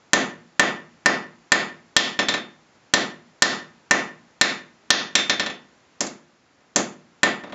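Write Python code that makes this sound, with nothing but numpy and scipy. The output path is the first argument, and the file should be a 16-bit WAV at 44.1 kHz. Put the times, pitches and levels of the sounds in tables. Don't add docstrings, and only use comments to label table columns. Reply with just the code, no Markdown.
import sys
import numpy as np
from scipy import signal
from scipy.io import wavfile

SR = 44100
rng = np.random.default_rng(int(sys.argv[2]) if len(sys.argv) > 2 else 0)


def transcribe(signal):
    frames = np.atleast_2d(signal).T
    limited = np.clip(frames, -1, 1)
    pcm = np.round(limited * 32767).astype(np.int16)
    wavfile.write(sys.argv[1], SR, pcm)


N = 332682

# (time [s], force [dB], contact hardness [dB], gap under the bar [0-1])
BLOWS = [ (0.1324, -0.3, -4, .25), (0.5953, -0.5, -0.5, .08), (1.0588, -1.2, -1.5, .06),
         (1.5193, -1.7, 1.5, .0), (1.965, -3, 6, .0), (2.937, -2.3, 0.5, .22), (3.4215, -1, 5, .0),
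         (3.9097, -2, -0.5, .0), (4.4121, -4.3, 8, 0.03), (4.904, -4.2, 10, 0), (6.006, -16.7, -7, .85),
         (6.0669, -30, -4, .85), (6.7596, -8.7, -5, .85), (7.2316, -3.7, -4.5, .12)]
# (time [s], force [dB], contact hardness [dB], face ring [dB])
BOUNCES = [(2.1902, -12.3, 2, -4), (2.285, -16, 5.5, 9.5), (2.3393, -16.8, 1, 7.5),
           (5.153, -12.5, 9.5, 13.5), (5.2960, -15.3, 7, 8), (5.3961, -17, 3, 4.5), (5.4615, -21.5, 2, 5.5),
           (5.5000, -31.5, 1.5, 5)]
# (time [s], force [dB])
KNOCKS = [(6.6050, -50), (7.4360, -26.5), (7.4700, -39), (7.4970, -34), (7.5230, -24.5)]

# (frequency [Hz], level [dB], t60 [s])
ANVIL_NOTE_MODES = [(1790.1, -25.5, .37), (1794.6, -28, .37), (1799, -2.8, .37), (1803.4, -28, .37),
                    (1807.9, -25.5, .37)]
# (frequency [Hz], level [dB], t60 [s])
ANVIL_BODY_MODES = [(1033.6, -19.5, 0.35), (1475, -20, 0.1), (1522, -20.5, 0.15), (1942, -18, 0.35),
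                    (1979, -15.5, 0.21), (2324, -19, 0.37), (4859, -29, .29), (6640, -19.5, 0.14)]
# (frequency [Hz], level [dB], t60 [s])
ANVIL_FACE_MODES = [(3601, -17, .33), (3855, -22, .17), (3876, -18, .17)]
# (frequency [Hz], level [dB], t60 [s])
HAMMER_MODES = [(2299, -18.5, .22), (2520, -23, .17), (2573, -25, .18), (3295, -21, .15),
                (3472, -17.5, .27), (4210, -25, .12), (5330, -24, .16), (5405, -25, .2), (6230, -22, .15),
                (7110, -21, .1)]
# (frequency [Hz], level [dB], t60 [s])
STAND_MODES = [(241, -30, 0.54), (304.7, -24.5, 0.27), (346.4, -28.5, 0.51), (401, -29.5, 0.35),
               (502.6, -32, 0.28), (587, -26, 0.47), (696, -25, 0.3), (780, -26, 0.099), (877, -25, 0.29)]

# (frequency [Hz], density [dB per Hz])
BURST_SPECTRUM = [(35, -25.5), (150, -11), (400, 0.5), (800, 0.5), (1500, -1.5), (3000, -6), (3700, 6.5),
                  (4800, -1.5), (7000, 1)]
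# (frequency [Hz], density [dB per Hz])
CLANK_SPECTRUM = [(35, -29), (75, -25), (115, -14.5), (175, -2.5), (260, 6), (450, 3.5), (750, 3.5),
                  (1400, 1), (2400, -2.5), (2900, -3), (3600, -1), (4600, -5.5), (7000, -10)]
# (frequency [Hz], t60 [s])
FORGE_T60 = [(50, 0.38), (150, 0.71), (300, 0.37), (700, 0.36), (2000, 0.37), (4000, 0.29), (7500, 0.28)]
# (frequency [Hz], density [dB per Hz])
AIR_SPECTRUM = [(30, -27.5), (60, -4), (130, -1), (260, 1.5), (450, -2.5), (900, -3.5), (1900, -7.5),
                (3000, -12), (5000, -14.5), (7500, -16.5)]
# (time [s], level [dB])
AIR_LEVEL = [(0, -57.1), (5.9, -57.1), (6.45, -59.9), (7.54, -57.2)]
RANGES_HZ = [260, 900, 3200, 6800]

BAND_EDGES_HZ = np.geomspace(25, 9500, 25)
BAND_HZ = np.sqrt(BAND_EDGES_HZ[1:] * BAND_EDGES_HZ[:-1])
BANK = [signal.butter(2, BAND_EDGES_HZ[k:k + 2], "band", fs=SR, output="sos") for k in range(len(BAND_HZ))]
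AGE_S = np.arange(SR) / SR

BAR_THUD_DB, BAR_CRACK_DB, BAR_BODY_DB, BAR_FACE_DB, BAR_HEAD_DB = -0.6, -0.7, -0.5, -10, -16
GAP_THUD_DB, GAP_CRACK_DB, GAP_BODY_DB = 6, 12, -16
BOUNCE_THUD_DB, BOUNCE_CRACK_DB, BOUNCE_BODY_DB, BOUNCE_HEAD_DB = 3, -13.5, -4.5, 2
CRACK_PER_HARDNESS, BOUNCE_CRACK_PER_HARDNESS = .55, 2.3
FACE_PER_HARDNESS, HEAD_PER_HARDNESS = 1.2, .6

WALL_ECHO_S, WALL_ECHO_DB = .03807, -9.4
FAR_ECHO_S, FAR_ECHO_DB = .16982, -25
BOOM_HZ, BOOM_AT_S, BOOM_WIDTH_S, BOOM_DB = (200, 320), .09, .018, -11
MIC_TOP_HZ, TREBLE_SPLIT_HZ, CUTOFF_HZ = 7328, 8200, 16500


def hammering():
    out = np.zeros(N + 2 * SR)
    bands = clank_bands()
    for rows, sound in ((BLOWS, blow), (BOUNCES, bounce), (KNOCKS, knock)):
        for time_s, force_db, *manner in rows:
            start = round(time_s * SR)
            out[start:start + SR] += from_db(force_db) * sound(bands, *manner)
    return out[:N]


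def blow(bands, hardness_db, gap):
    return strike(bands,
                  thud_db=BAR_THUD_DB + GAP_THUD_DB * gap,
                  clang_db=hardness_db,
                  crack_db=BAR_CRACK_DB + CRACK_PER_HARDNESS * hardness_db + GAP_CRACK_DB * gap,
                  body_db=BAR_BODY_DB + GAP_BODY_DB * gap,
                  face_db=BAR_FACE_DB + FACE_PER_HARDNESS * hardness_db,
                  head_db=BAR_HEAD_DB + HEAD_PER_HARDNESS * hardness_db)


def bounce(bands, hardness_db, face_db):
    return strike(bands,
                  thud_db=BOUNCE_THUD_DB,
                  clang_db=hardness_db,
                  crack_db=BOUNCE_CRACK_DB + BOUNCE_CRACK_PER_HARDNESS * hardness_db,
                  body_db=BOUNCE_BODY_DB,
                  face_db=face_db,
                  head_db=BOUNCE_HEAD_DB + HEAD_PER_HARDNESS * hardness_db,
                  stand_db=-1.0)


def knock(bands):
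    return strike(bands, thud_db=2.5, clang_db=-10.5, crack_db=-25, body_db=-17, face_db=-9, head_db=-18)


def strike(bands, thud_db, clang_db, crack_db, body_db, face_db, head_db, stand_db=0.0):
    range_db = [thud_db, 0, clang_db, crack_db]
    colour = from_db(np.interp(np.log(BAND_HZ), np.log(RANGES_HZ), range_db))
    clank = signal.fftconvolve(colour @ bands, contact())[:SR]
    clank += from_db(thud_db) * boom()
    note = from_db(body_db) * ring(ANVIL_NOTE_MODES)
    steel = note + from_db(body_db) * ring(ANVIL_BODY_MODES)
    steel += from_db(face_db) * ring(ANVIL_FACE_MODES)
    steel += from_db(head_db) * ring(HAMMER_MODES)
    steel += from_db(thud_db + stand_db) * ring(STAND_MODES)
    return clank + with_wall_echo(steel) + far_echo(with_wall_echo(note))


def contact(crunch_db=-7.0, crunch_t60_s=0.003, crunch_hz=2200):
    crunch = (rng.standard_normal(SR) * dying(crunch_t60_s))[:SR // 50]
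    crunch /= np.linalg.norm(crunch)
    pulse = from_db(crunch_db) * butter(crunch, crunch_hz, "high")
    pulse[0] += 1
    return pulse


def ring(modes, scatter_db=0.45):
    total = np.zeros(SR)
    for hz, level_db, t60_s in modes:
        gain = from_db(level_db + scatter_db * rng.standard_normal())
        total += gain * np.sin(2 * np.pi * hz * AGE_S) * dying(t60_s)
    return total


def clank_bands(burst_db=1.0, slap_db=-5.0, slap_s=.0055,
                early_db=-5.0, early_t60_s=0.061, room_db=-7.5, build_s=0.006):
    push = np.exp(-(AGE_S / .003) ** 4)
    burst = from_db(burst_db) * (push + from_db(slap_db) * delayed(push, slap_s))
    tails = np.array([dying(t60_s) for t60_s in at_hz(FORGE_T60, BAND_HZ)])
    early = from_db(early_db) * dying(early_t60_s)
    late = from_db(room_db) * tails * (1 - np.exp(-AGE_S / build_s))
    direct = in_bands(rng.standard_normal((2, SR)) * burst, BURST_SPECTRUM)
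    return direct + in_bands(rng.standard_normal((2, SR)), CLANK_SPECTRUM) * (early + late)


def boom():
    swell = np.exp(-.5 * ((AGE_S - BOOM_AT_S) / BOOM_WIDTH_S) ** 2)
    return from_db(BOOM_DB) * swell * butter(rng.standard_normal(SR), BOOM_HZ, "band")


def with_wall_echo(ringing):
    return ringing + from_db(WALL_ECHO_DB) * delayed(ringing, WALL_ECHO_S)


def far_echo(ringing):
    soft_edged = ringing * (1 - dying(.06))
    return from_db(FAR_ECHO_DB) * delayed(soft_edged, FAR_ECHO_S)


def air():
    rush = in_bands(rng.standard_normal((2, N + SR)), AIR_SPECTRUM).sum(axis=0)[SR:]
    level_db = np.interp(np.arange(N) / SR, *np.transpose(AIR_LEVEL))
    return from_db(level_db) * rush


def in_bands(white, spectrum):
    gain = from_db(at_hz(spectrum, BAND_HZ))
    gain = gain / np.sqrt(np.sum(gain ** 2 * np.diff(BAND_EDGES_HZ)) / (SR / 2))
    rows = [g * signal.sosfilt(sos, white[k % 2]) for k, (g, sos) in enumerate(zip(gain, BANK))]
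    return np.array(rows)


def from_db(db):
    return 10 ** (np.asarray(db) / 20)


def at_hz(points, hz):
    f, value = np.transpose(points)
    return np.interp(np.log(hz), np.log(f), value)


def dying(t60_s):
    return np.exp(-np.log(1000) * AGE_S / t60_s)


def delayed(x, seconds):
    return np.interp(AGE_S - seconds, AGE_S, x, left=0)


def butter(x, hz, kind, order=2):
    return signal.sosfilt(signal.butter(order, hz, kind, fs=SR, output="sos"), x)


def scene():
    return (hammering() + air())[None]


def smooth(x, seconds):
    r = np.exp(-1 / (seconds * SR))
    return signal.lfilter([1 - r], [1, -r], x)


def gain_control(x, threshold_db=-13.0, release_db_per_s=130.0, sense_s=.002, attack_s=.004):
    power_db = 10 * np.log10(smooth(x ** 2, sense_s) + 1e-12)
    over_db = np.maximum(power_db - threshold_db, 0)
    ramp_db = release_db_per_s * np.arange(N) / SR
    held_db = np.maximum.accumulate(over_db + ramp_db, axis=-1) - ramp_db
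    return x * from_db(-smooth(held_db, attack_s))


def record(dry, ceiling=0.57, low_cut_hz=72, treble_db=-17.0):
    mic = signal.ellip(8, .5, 80, MIC_TOP_HZ, fs=SR, output="sos")
    heard = signal.sosfilt(mic, dry)
    clipped = np.clip(gain_control(heard), -ceiling, ceiling)
    clipped = butter(clipped, low_cut_hz, "high", order=1)
    below = butter(clipped, TREBLE_SPLIT_HZ, "low", order=8)
    above = butter(clipped, TREBLE_SPLIT_HZ, "high", order=8)
    top_cut = signal.ellip(10, .1, 80, CUTOFF_HZ, fs=SR, output="sos")
    return signal.sosfilt(top_cut, below + from_db(treble_db) * above)


dry = scene()
out = record(dry)
transcribe(out)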